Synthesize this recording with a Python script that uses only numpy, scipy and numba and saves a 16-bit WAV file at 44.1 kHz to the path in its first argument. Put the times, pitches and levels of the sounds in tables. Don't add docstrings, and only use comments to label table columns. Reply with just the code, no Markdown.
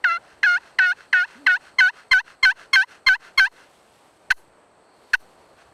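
import sys
import numpy as np
from scipy import signal
from scipy.fft import rfft, irfft
from scipy.io import wavfile
from scipy.ndimage import uniform_filter1d
from numba import njit

SR = 44100
rng = np.random.default_rng(int(sys.argv[2]) if len(sys.argv) > 2 else 0)


def gain_from_db(level_db):
    decades = np.asarray(level_db, float) / 20
    return 10 ** decades


def unload_wav(signal):
    wavfile.write(
        sys.argv[1],
        SR,
        np.round(np.clip(np.atleast_2d(signal).T, -1, 1) * 32767).astype(np.int16),
    )


N = 252693


def evened(x):
    return x / np.sqrt(np.mean(x ** 2) + 1e-20)


def add(mix, s, sound):
    part = mix[round(s * SR):][:len(sound)]
    part += sound[:len(part)]


def curve(rows):
    s, db = np.transpose(rows)
    return gain_from_db(np.interp(np.arange(N) / SR, s, db))


def coloured(size, shape):
    hz = np.fft.rfftfreq(size, 1 / SR)
    white = rng.standard_normal(size)
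    return evened(irfft(rfft(white) * shape(hz), size))


def wander(size, hz):
    return coloured(size, lambda f: 1 / (1 + (f / hz) ** 2))


def spectrum(points):
    f, db = np.transpose(points)
    return lambda hz: gain_from_db(np.interp(np.log(hz + 1), np.log(f + 1), db))


def bump(t, s, half):
    return np.exp(-abs((t - s) / half) ** 2)


# middle in seconds, half length in seconds, level of the half lines in dB.
PAIRED_SLIPS = [(0.105, 0.014, -8), (.520, .025, -21.5), (0.839, 0.033, 8.5), (1.174, 0.038, 6.5),
                (1.505, 0.018, 7.5), (1.84, .035, -16)]
# middle in seconds, half length in seconds, change of pitch in Hz, change of level in dB.
STROKE_WOBBLES = [(0.051, 0.02, 19, 3), (0.103, 0.017, -24, 1.5), (0.121, .01, 4, 3.0),
                  (.4355, 0.0014, -31.5, -12), (0.452, .011, 119.5, -1.5), (0.563, .014, 3.0, 2),
                  (0.829, 0.041, 14, 0), (.918, 0.01, 5.0, 3.5)]


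def stroke(touch, drop, lift, end, low_hz, level_db, high_hz, lift_s, rasp_db, tilt_db):
    t = np.arange(touch, end, 1 / SR)
    since, after, lifted = t - touch, np.maximum(t - drop, 0), np.maximum(t - lift, 0)
    off = lifted / (end - lift)

    slow = np.clip(1 + 0.45 * (-6.5 - level_db), 1, 3.5)
    high = np.exp(-after / (0.0011 * slow))

    high_note_hz = high_hz + 118.1 * np.exp(-since / 0.004)
    low_note_hz = low_hz + 45 * np.exp(-after / (0.011 * slow))
    climb_s = min(max(0.92 * (end - lift), lift_s), 1.38 * lift_s)
    climb_hz = 262 * np.minimum(lifted / climb_s, 1) ** 1.85
    wobble_hz = sum(d * bump(t, s, h) for s, h, d, _ in STROKE_WOBBLES)
    hz = high * high_note_hz + (1 - high) * low_note_hz + climb_hz + wobble_hz

    touch_db = -35.5 * np.maximum(1 - since * slow ** 0.4 / 0.0078, 0) ** 1.2
    high_note_db = 5.0 - 190 * since
    low_note_db = 4 * np.exp(-after / 0.013) - 45 * after
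    wobble_db = sum(d * bump(t, s, h) for s, h, _, d in STROKE_WOBBLES)
    lift_db = -16.5 * off ** 1.9 - 10.5 * off ** 10.0
    db = level_db + touch_db + high * high_note_db + (1 - high) * low_note_db + wobble_db + lift_db

    pair = gain_from_db(-38) + gain_from_db(-9) * (t > drop) * np.exp(-after / 0.015)
    pair = pair + sum(gain_from_db(d) * bump(t, s, h) ** 2 for s, h, d in PAIRED_SLIPS)

    rasp_s = 0.0063
    touch_rasp_db = 8 * np.exp(-since / rasp_s)
    drop_rasp_db = 14 * np.exp(-abs(t - drop) / rasp_s)
    rasp_db = rasp_db + touch_rasp_db + drop_rasp_db + 5.5 * off

    tilt_per_db = 0.18 + 0.36 * np.exp(-since / 0.03)
    tilt_db = tilt_db - 2 * off ** 3.5 + min(level_db, 0) * tilt_per_db
    return t, db, hz, 20 * np.log10(pair), rasp_db, tilt_db


# touch in seconds, drop to the low note in seconds,
# start of the lift in seconds, end in seconds, low note in Hz.
YELP_STROKES = [(.0378, .0432, .1625, .1822, 681), (.4278, .4332, .549, .5872, 707),
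                (.7838, .7892, .905, .9352, 713), (1.1258, 1.1322, 1.217, 1.2582, 712.7),
                (1.4615, 1.4702, 1.537, 1.5772, 714.7), (1.7825, 1.8032, 1.867, 1.9072, 736),
                (2.1095, 2.1312, 2.171, 2.2142, 744), (2.4262, 2.4512, 2.487, 2.5282, 749),
                (2.7290, 2.7572, 2.801, 2.8462, 761), (3.0622, 3.0862, 3.122, 3.1662, 749),
                (3.3742, 3.3962, 3.435, 3.4822, 761)]
# touch in seconds, drop to the low note in seconds,
# start of the lift in seconds, end in seconds, low note in Hz.
CLUCK_STROKES = [(4.3016, 4.3072, 4.312, 4.328, 716), (5.1312, 5.1375, 5.1412, 5.1565, 701)]


def strokes():
    for *times, low_hz in YELP_STROKES:
        level_db = -4.5 + 0.2046 * (low_hz - 751.8)
        high_hz = 1081.7 + 7.5 * level_db
        yield stroke(*times, low_hz, level_db, high_hz, lift_s=0.032, rasp_db=-29.5, tilt_db=-0.6)
    for row in CLUCK_STROKES:
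        yield stroke(*row, level_db=-2.5, high_hz=857, lift_s=0.008, rasp_db=-24.5, tilt_db=1.8)


# frequency in Hz, width in Hz (pot() widens narrow ones), level in dB.
POT_MODES = [(795, 100, -12.5), (937, 150, -7), (1502, 214, 7.5), (1985, 388, -0.5), (1964, 125, -0.5),
             (2659, 160, -2.5), (3176, 320, -10), (3677, 49, -13.5), (4185, 140, -4.5), (5050, 30, -14.5),
             (5460, 340, -15), (6450, 360, -16.5), (6657, 210, -16), (8780, 360, -18), (9700, 490, -19.5),
             (11110, 120, -20), (12100, 900, -23.5)]
# frequency in Hz, width of the floor in Hz, width of the rim in Hz.
MODE_HOLE = (2285, 180, 270)


def pot(hz, contact_hz=4500):
    least_hz = 140
    modes = 0
    for k, (f, width, db) in enumerate(POT_MODES):
        damping = hz * max(width, least_hz)
        modes = modes + (-1) ** k * gain_from_db(db) * damping / (f ** 2 - hz ** 2 + 1j * damping)
    f, floor, rim = MODE_HOLE
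    modes = modes * (f ** 2 - hz ** 2 + 1j * hz * floor) / (f ** 2 - hz ** 2 + 1j * hz * rim)
    blunt_tip = 1 / (1 + 1j * hz / contact_hz) ** 2
    return modes * blunt_tip / (1 + (hz / 19000) ** 4)


def note(t, db, hz, half_db, rasp_db, tilt_db):
    longest = 8192

    def drift(rate_hz):
        return wander(longest, rate_hz)[:len(t)]

    turns = np.cumsum(hz) / SR + 0.18 * gain_from_db(rasp_db) * drift(270)

    fading = np.maximum(np.quantile(db, 0.7) - db, 0) * (t > t[db.argmax()])
    above_lowest = (hz - hz.min()) * (t < t[hz.argmin()])
    first_db = -7.0 + 0.68 * fading - 0.017 * above_lowest

    slips, power = 0, 0
    for k in np.arange(1, 19, 0.5):
        octaves = max(np.log2(k / 2), 0)
        size = gain_from_db(np.clip(tilt_db, -12, 3) * octaves + 1.9 * octaves * drift(64))
        if k == 1:
            size = size * gain_from_db(first_db)
        if k % 1:
            size = size * gain_from_db(half_db - 6.5 * octaves) * min(k / 2.5, 1) ** 6.1
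        lag = 0.11 * octaves ** 2 * drift(170)
        slips = slips + size * np.cos(2 * np.pi * k * turns + lag) * (k * hz < SR / 2.5)
        power = power + abs(size * pot(k * hz)) ** 2 / 2

    burst = np.exp(-(turns % 1) / 0.53)
    grit = rng.standard_normal(longest)[:len(t)] * burst * gain_from_db(1.5 * drift(170))
    grit = signal.lfilter([1, -0.58], [1], grit)

    drive = (slips + 9.4 * gain_from_db(rasp_db) * evened(grit)) * gain_from_db(db) / power ** 0.35
    drive *= np.minimum((t - t[0]) / 0.002, 1)
    size = len(t) + 2048
    return t[0], irfft(rfft(drive, size) * pot(np.fft.rfftfreq(size, 1 / SR)), size)


def echo_of(call):
    t = np.arange(SR // 3) / SR
    decay = gain_from_db(-60 * t / 0.28) * (t > 0.003)
    tail = np.diff(rng.standard_normal(len(t)) * decay, 2)
    return gain_from_db(-17) * signal.fftconvolve(call, tail / np.linalg.norm(tail))[:N]


# loudest moment in seconds, level there in dB, half length in seconds.
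RETURN_SCRAPES = [(0.295, -53.5, .09), (0.665, -51, 0.073), (1.006, -49, 0.059), (1.315, -48.5, 0.084),
                  (1.665, -48.5, 0.059), (1.982, -48, 0.062), (2.298, -48, 0.046), (2.612, -45.5, .05),
                  (2.923, -46.5, .055), (3.257, -45.5, 0.048), (3.6, -51, 0.072), (5.61, -55, 0.041)]


def scrape():
    t = np.arange(N) / SR
    drag = sum(gain_from_db(db - 9 * ((t - s) / half) ** 2) for s, db, half in RETURN_SCRAPES)
    grit = coloured(N, lambda hz: abs(pot(hz)) ** 0.6 / (1 + (hz / 12000) ** 6))
    return drag * evened(grit * gain_from_db(1.5 * wander(N, 150)))


# start in seconds, peak level in dB.
TIP_CATCHES = [(1.0069, -31.5), (2.28, -33), (2.3041, -34.5), (2.5955, -34), (2.93, -39.5), (3.2495, -38),
               (4.5496, -67)]


def catches():
    ring = irfft(pot(np.fft.rfftfreq(2048, 1 / SR)))
    out = np.zeros(N)
    for s, db in TIP_CATCHES:
        add(out, s, gain_from_db(db) * ring / abs(ring).max())
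    return out


# time in seconds, pitch in Hz, rms level in dB.
HOOT_GLIDE = [(1.34, 216, -90), (1.356, 215, -52), (1.406, 298, -49), (1.48, 259, -48.5)]


def hoot():
    s, hz, db = np.transpose(HOOT_GLIDE)
    t = np.arange(s[0], s[-1], 1 / SR)
    turns = np.cumsum(np.interp(t, s, hz)) / SR
    return s[0], np.sqrt(2) * gain_from_db(np.interp(t, s, db)) * np.sin(2 * np.pi * turns)


# centre in Hz, width in Hz.
INSECT_BANDS = [(8200, 701), (4366, 502.5)]
# time in seconds, level in dB.
INSECT_LEVELS = [
    [(0.0, -76), (1.7, -69.5), (2.4, -72.5), (5.73, -74.5)],
    [(0.0, -77.5), (1.0, -69), (2.6, -74), (4.76, -80), (4.9, -70), (5.73, -75)],
]


def insects():
    out = np.zeros(N)
    for (hz, width), rows in zip(INSECT_BANDS, INSECT_LEVELS):
        band = coloured(N, lambda f: 1 / (1 + (2 * (f - hz) / width) ** 2))
        out += curve(rows) * gain_from_db(0.85 * wander(N, 8.0)) * band
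    return out


# time in seconds, level in dB.
RUSTLE_LEVEL = [(0.0, -69.5), (1.1, -70), (1.55, -64), (1.8, -73), (3.2, -72.5), (3.6, -64.5), (4.05, -64),
                (4.4, -74.5), (4.85, -80), (5.05, -64), (5.73, -70.5)]
# frequency in Hz, relative density in dB per Hz.
RUSTLE_SPECTRUM = [(300, -15.5), (1000, -0.5), (3000, 6), (6000, -1), (10500, -3.5), (12500, -7.5),
                   (14500, -23.5)]


def rustle():
    return curve(RUSTLE_LEVEL) * gain_from_db(1.2 * wander(N, 30)) * coloured(N, spectrum(RUSTLE_SPECTRUM))


# frequency in Hz, relative density in dB per Hz.
WASH_SPECTRUM = [(88, -44.5), (150, -15.5), (436, -4), (481, -5.5), (607, -3.5), (860, -5.5), (1480, -12.5),
                 (2600, -21.5), (4650, -31.5), (6600, -35), (8170, -28.5), (15500, -63.5)]


def leaf_wash():
    return gain_from_db(-56 + 1.0 * wander(N, 3.1)) * coloured(N, spectrum(WASH_SPECTRUM))


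# time in seconds, level in dB.
BREEZE_LEVEL = [(0.0, -69), (1.4, -67), (2.0, -71), (5.3, -69), (5.73, -64)]


def breeze(low_hz=45, high_hz=200):
    rumble = coloured(N, lambda f: (f / low_hz) ** 2 / (1 + (f / low_hz) ** 2) / (1 + (f / high_hz) ** 2))
    return curve(BREEZE_LEVEL) * gain_from_db(2.0 * wander(N, 12)) * rumble


def scene():
    call = np.zeros(N)
    for controls in strokes():
        add(call, *note(*controls))
    mix = call + echo_of(call) + scrape() + catches()
    add(mix, *hoot())
    mix += insects() + rustle() + leaf_wash() + breeze()
    return mix[None]


# start in seconds, size in dB.
BASELINE_SAGS = [(1.472, -51), (2.114, -34.5), (2.435, -34.5), (3.071, -32.5), (3.383, -34), (4.306, -33.5),
                 (5.138, -35)]


def thumps():
    t = np.arange(SR // 2) / SR
    sag = -(1 - np.exp(-t / 0.00043)) * np.exp(-t / 0.045)
    out = np.zeros(N)
    for s, db in BASELINE_SAGS:
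        add(out, s, gain_from_db(db) * sag)
    return out


@njit
def duck(level_db, knee_db, quiet_db, attack, hold, release):
    cut, now, wait = np.zeros(len(level_db)), 0., 0.
    for i in range(len(level_db)):
        now += max(level_db[i] - knee_db - now, 0.) * attack
        wait = hold if level_db[i] > quiet_db else wait - 1
        if wait < 0:
            now -= now * release
        cut[i] = now
    return cut


def limited(x):
    power = abs(uniform_filter1d(x ** 2, size=88, origin=-43))
    level_db = 10 * np.log10(power + 1e-12)
    attack, hold, release = 1 / (0.0005 * SR), 0.035 * SR, 1 / (0.0081 * SR)
    return x * gain_from_db(-duck(level_db, -11, -20, attack, hold, release))


def band_limit(x):
    return signal.sosfilt(signal.butter(12, 16250, fs=SR, output="sos"), x)


def record(dry):
    out = limited(dry[0]) + thumps()
    return band_limit(out[None])


dry = scene()
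out = record(dry)
unload_wav(out)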